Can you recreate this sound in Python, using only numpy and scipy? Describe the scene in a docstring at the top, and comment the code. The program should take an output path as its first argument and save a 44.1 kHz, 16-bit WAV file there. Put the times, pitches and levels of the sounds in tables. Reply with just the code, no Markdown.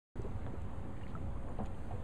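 """Dogs on a pool float

Small dogs shift about on a float in a backyard pool. In the middle distance water laps at its edge:
bubbles plop, little sloshes break, droplets tick and the float bumps softly. Behind it lie the steady
rumble and hum of what is probably the filter pump. A faint high whine flutters near the microphone,
which has a narrow notch in its treble."""
import sys
import numpy as np
from scipy import signal
from scipy.fft import rfft, irfft
from scipy.io import wavfile
from scipy.ndimage import uniform_filter1d

SR = 44100
rng = np.random.default_rng(int(sys.argv[2]) if len(sys.argv) > 2 else 0)


def materialize(psi):
    """Save the field psi as 16-bit PCM at rate SR to the path in sys.argv[1].

    A 1-D psi becomes a single channel; in a 2-D psi each row is a channel.
    """
    bounded = np.clip(np.atleast_2d(psi).T, -1, 1)
    quanta = np.round(bounded * 32767).astype(np.int16)
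    wavfile.write(sys.argv[1], SR, quanta)


N = 89787


def amp(db):
    """Decibels to gain."""
    return 10 ** (np.asarray(db) / 20)


def unit_rms(x):
    """Scales to rms 1."""
    return x / np.sqrt(np.mean(x ** 2) + 1e-20)


def add(mix, start_s, sound):
    """Mixes a sound in at its start time."""
    part = mix[max(round(start_s * SR), 0):][:len(sound)]
    part += sound[:len(part)]


def drift(rate_hz):
    """A random wander of rms 1, moving at up to about this rate."""
    hz = np.fft.rfftfreq(N, 1 / SR)
    return unit_rms(irfft(rfft(rng.standard_normal(N)) * np.exp(-.5 * (hz / rate_hz) ** 2), N))


def air(spectrum, patch_db=1.1, hiss_from_hz=1700, frame=2048, hop=512):
    """Open-air noise of a given spectrum, with drifting patches; its treble swells slightly."""
    # Swell of the treble hiss: (time [s], gain [dB])
    hiss_swell = [(.16, 2.5), (.5, 1), (.95, 0.5), (1.1, 1.5), (1.35, -0.2), (1.7, 0.5), (1.84, 3),
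                  (1.95, 2)]
    hz = np.fft.rfftfreq(frame, 1 / SR)
    real, imag, patches = rng.standard_normal((3, len(hz), N // hop + 5))
    t = np.arange(real.shape[1]) * hop / SR
    knot_hz, knot_db = np.transpose(spectrum)
    colour_db = np.interp(np.log(hz + 1), np.log(knot_hz), knot_db)
    patches = uniform_filter1d(patches, size=16, axis=0)
    patches = unit_rms(uniform_filter1d(patches, size=5, axis=1))
    treble_share = hz ** 2 / (hz ** 2 + hiss_from_hz ** 2)
    hiss_db = np.outer(treble_share, np.interp(t, *np.transpose(hiss_swell)))
    frames = (real + 1j * imag) * amp(colour_db[:, None] + patch_db * patches + hiss_db)
    return unit_rms(signal.istft(frames, nperseg=frame, noverlap=frame - hop)[1][:N])


def rumble(mid_db=-45.5, side_db=-63.5):
    """The backyard's steady, dark noise, nearly the same on left and right."""
    # Rumble and hiss common to both channels: (frequency [Hz], relative density [dB])
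    mid_spectrum = [(12, -23.5), (40, 1), (105, 3), (140, -6), (220, -1.5), (320, -9.5), (620, -16),
                    (950, -16.5), (1600, -26.5), (3000, -36.5), (4600, -42.5), (6900, -43.5), (7900, -45),
                    (8700, -43), (9400, -53), (12000, -57), (14800, -62)]
    # Noise opposed between left and right: (frequency [Hz], relative density [dB])
    side_spectrum = [(25, 24), (60, 7.5), (140, -22), (300, -33), (700, -36), (1600, -18.5), (3600, -22),
                     (5500, -40), (7400, -49), (9300, -49), (12000, -27), (13300, -69)]
    return amp(mid_db) * air(mid_spectrum) + amp(side_db) * air(side_spectrum) * np.array([[1], [-1]])


def pump():
    """The hum behind the water: low tones and narrow resonances, steady in part and wavering."""
    # Pump tones: (frequency [Hz], rms level [dB], waver rate [Hz], wavering share [0-1])
    tones = [(24.5, -49.5, 0.99, 1), (58.53, -50, 4.1, 0.42), (85.43, -53.5, 9.1, 0.64),
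             (119.5, -55, 2.7, 0.53), (428, -73.5, 9.3, 0.88), (545.4, -63, 6.7, 0.5), (760, -69, 15, 1)]
    t, out = np.arange(N) / SR, np.zeros(N)
    for hz, db, waver_hz, share in tones:
        steady = np.sqrt(2 * (1 - share ** 2))
        waver = share * (drift(waver_hz) + 1j * drift(waver_hz))
        carrier = np.exp(2j * np.pi * (hz * t + rng.random()))
        out += amp(db) * unit_rms(((steady + waver) * carrier).real)
    return out


def whine(pitch_hz=8850, swing_hz=140, jitter_hz=70, flutter_hz=58.3, flutter_depth=.81):
    """A thin high tone close to the microphone that swells each time its pitch swings up."""
    # Slow rise and fall of the whine: (time [s], level [dB])
    levels = [(.2, -103), (.8, -87), (1.2, -87), (1.55, -82), (1.8, -82.5), (2.03, -87)]
    t = np.arange(N) / SR
    flutter = np.sin(2 * np.pi * flutter_hz * t)
    hz = pitch_hz + swing_hz * flutter + jitter_hz * drift(rate_hz=320)
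    tone = (1 + flutter_depth * flutter) * np.sin(2 * np.pi * np.cumsum(hz) / SR)
    return amp(np.interp(t, *np.transpose(levels))) * unit_rms(tone)


def wall_echoes(water, reflections_per_s=2000, gap_s=.003, t60=.09):
    """A short scatter of reflections inside the pool wall."""
    t = np.arange(SR // 4) / SR
    taps = rng.standard_normal(len(t)) * (rng.random(len(t)) < reflections_per_s / SR)
    taps *= (t > gap_s) * np.exp(-np.log(1000) * t / t60)
    return signal.fftconvolve(water, taps / np.linalg.norm(taps))[:N]


def bubble(hz, t60, rise_s, glide=.053):
    """A trapped air pocket rings and dies, its pitch climbing as it nears the surface."""
    t = np.arange(0, t60 + rise_s, 1 / SR)
    turns = hz * (t + glide * t ** 2 / (2 * t60))
    attack = np.minimum(t / rise_s, 1)
    decay = np.exp(-np.log(1000) * np.maximum(t - rise_s, 0) / t60)
    return attack * decay * np.sin(2 * np.pi * turns)


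def ripples(bubbles_per_s=59, low_hz=330, octaves=2.9, faintest_db=-64.5, ring_cycles=47):
    """Faint bubbles of all sizes across the stirred pool."""
    out = np.zeros(N)
    for when, pitch, strength in rng.random((int(bubbles_per_s * N / SR), 3)):
        hz = low_hz * 2 ** (octaves * pitch)
        db = faintest_db + 2 * min(-np.log(1 - strength), 2)  # some stand out, by up to 4 dB
        add(out, when * N / SR, amp(db) * bubble(hz, t60=ring_cycles / hz, rise_s=1 / hz))
    return out


def drops(spray_t60=.012):
    """Flung droplets and small slaps land with one sharp tick and a brief spray."""
    # Strikes on the surface: (time [s], tick peak [dB], centre [Hz], spread [octaves], spray gain [dB])
    strikes = [(.2188, -46.5, 6100, .28, -8), (.4653, -35, 680, .98, -19), (.6194, -49.5, 6300, .48, -16),
               (1.6584, -46.5, 3000, .65, -15), (.312, -60, 3600, .4, -6), (.571, -60, 4500, .4, -6),
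               (1.029, -60, 6500, .4, -6), (1.080, -57, 3900, .25, -6), (1.6355, -56.5, 7000, .25, -7),
               (1.6535, -55, 2700, .4, -14), (1.6602, -56, 8000, .4, -10), (1.6698, -59, 7200, .2, -10)]
    out, t = np.zeros(N), np.arange(2048) / SR
    hz = np.fft.rfftfreq(2 * len(t), 1 / SR)
    for time_s, db, centre_hz, octaves, spray_db in strikes:
        colour = np.exp(-.5 * (np.log2((hz + 1) / centre_hz) / octaves) ** 2)
        tick = np.fft.fftshift(irfft(colour))  # peaks mid-buffer, where the spray starts
        burst = rng.standard_normal(len(t)) * np.exp(-np.log(1000) * t / spray_t60)
        spray = irfft(rfft(np.r_[np.zeros(len(t)), burst]) * unit_rms(colour))
        add(out, time_s - len(t) / SR, amp(db) * (tick / tick.max() + amp(spray_db) * spray))
    return out


def sloshes(bubbles_per_s=1500, ring_cycles=6.7, densest_at=.22):
    """A wavelet folds over: a quick swell of tiny bubbles that thins out."""
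    # Breaking wavelets: (time [s], length [s], level [dB], centre [Hz], spread [octaves])
    wavelets = [(.241, 0.056, -51.5, 505, 0.74), (0.463, .034, -51.5, 630, 0.55),
                (.527, .028, -53.5, 463, 0.5), (.963, 0.023, -66.5, 1970, 0.096),
                (1.003, .04, -67.5, 1920, .2), (1.067, .07, -70.5, 3470, 0.36),
                (1.473, .063, -50.5, 566, 0.54), (1.582, 0.0082, -66, 3200, .35),
                (1.585, .055, -47, 612, 0.45), (1.651, .026, -64.5, 2870, 0.57),
                (1.764, 0.15, -86, 8050, .42), (1.902, 0.039, -62.5, 1500, .61)]
    out = np.zeros(N)
    for start_s, length_s, db, centre_hz, octaves in wavelets:
        cloud, count = np.zeros(N), int(bubbles_per_s * length_s) + 1
        onsets = start_s + length_s * rng.triangular(0, densest_at, 1, size=count)
        pitches = np.minimum(centre_hz * 2 ** (octaves * rng.standard_normal(count)), SR / 4)
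        for onset_s, hz in zip(onsets, pitches):
            gain = np.sqrt(centre_hz / (hz + centre_hz))  # smaller bubbles are quieter
            add(cloud, onset_s, gain * bubble(hz, t60=ring_cycles / hz, rise_s=.5 / hz))
        out += amp(db) * cloud / np.sqrt(np.sum(cloud ** 2) / (length_s * SR))
    return out


def bumps():
    """Water pushes under the float with a dull, quickly damped thump."""
    # Thumps under the float: (time [s], pitch [Hz], peak [dB])
    thumps = [(0.347, 92, -38), (1.149, 160.5, -41), (1.626, 68, -35.5)]
    out = np.zeros(N)
    for start_s, hz, db in thumps:
        add(out, start_s, amp(db) * bubble(hz, t60=.12, rise_s=.0085))
    return out


def plops():
    """Single bubbles ring out clearly at the edge of the float."""
    # Trapped air pockets: (time [s], pitch [Hz], peak [dB], ring t60 [s])
    pockets = [(.1962, 380, -36.5, 0.051), (0.234, 3900, -63, 0.022), (.2475, 370, -37.5, 0.068),
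               (.263, 450, -40.5, 0.025), (.4638, 3420, -59, 0.017), (.538, 356, -35, 0.038),
               (1.012, 1850, -52, .025), (1.034, 2820, -53, .03), (1.067, 2030, -45, 0.0062),
               (1.1515, 1306, -38.5, 0.044), (1.163, 660, -45.5, 0.055), (1.174, 696, -48, .04),
               (1.483, 535, -45.5, 0.046), (1.492, 7000, -61, 0.018), (1.5868, 510, -38, 0.024),
               (1.589, 746, -41, 0.11), (1.597, 443, -41.5, 0.078), (1.5985, 776, -40.5, 0.036),
               (1.606, 206, -34.5, .12), (1.645, 1450, -45, 0.0045), (1.6592, 6750, -51.5, 0.0078),
               (1.6642, 3940, -60, 0.01), (1.745, 3060, -60, 0.023), (1.909, 727, -36.5, 0.047),
               (1.926, 729, -45.5, 0.09), (1.938, 489, -47, 0.29)]
    out = np.zeros(N)
    for start_s, hz, db, t60 in pockets:
        add(out, start_s, amp(db) * bubble(hz, t60, rise_s=.001))
    return out


def scene(echo_db=-17):
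    """Lapping water in the middle distance, over the steady background of the yard."""
    water = plops() + bumps() + sloshes() + drops() + ripples()
    return rumble() + pump() + whine() + water + amp(echo_db) * wall_echoes(water)


def record(dry, notch_hz=5463, notch_width_hz=2330, notch_db=-24.5,
           start_s=.1565, cut_in_s=.002, dc_offset=.0085, top_hz=15000):
    """The microphone notches the treble; the recorder cuts in with a small offset and limits the band."""
    detune = (np.fft.rfftfreq(N, 1 / SR) - notch_hz) / (notch_width_hz / 2)
    notch = np.sqrt((detune ** 2 + amp(notch_db) ** 2) / (detune ** 2 + 1))
    notched = irfft(rfft(dry) * notch, N)
    gate = np.clip((np.arange(N) / SR - start_s) / cut_in_s + .5, 0, 1)
    padded = np.pad((notched + dc_offset) * gate, ((0, 0), (255, 255)), mode="edge")
    lowpass = signal.firwin(511, top_hz, window=("kaiser", 9), fs=SR)
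    return signal.oaconvolve(padded, lowpass[None], "valid")


dry = scene()
out = record(dry)
materialize(out)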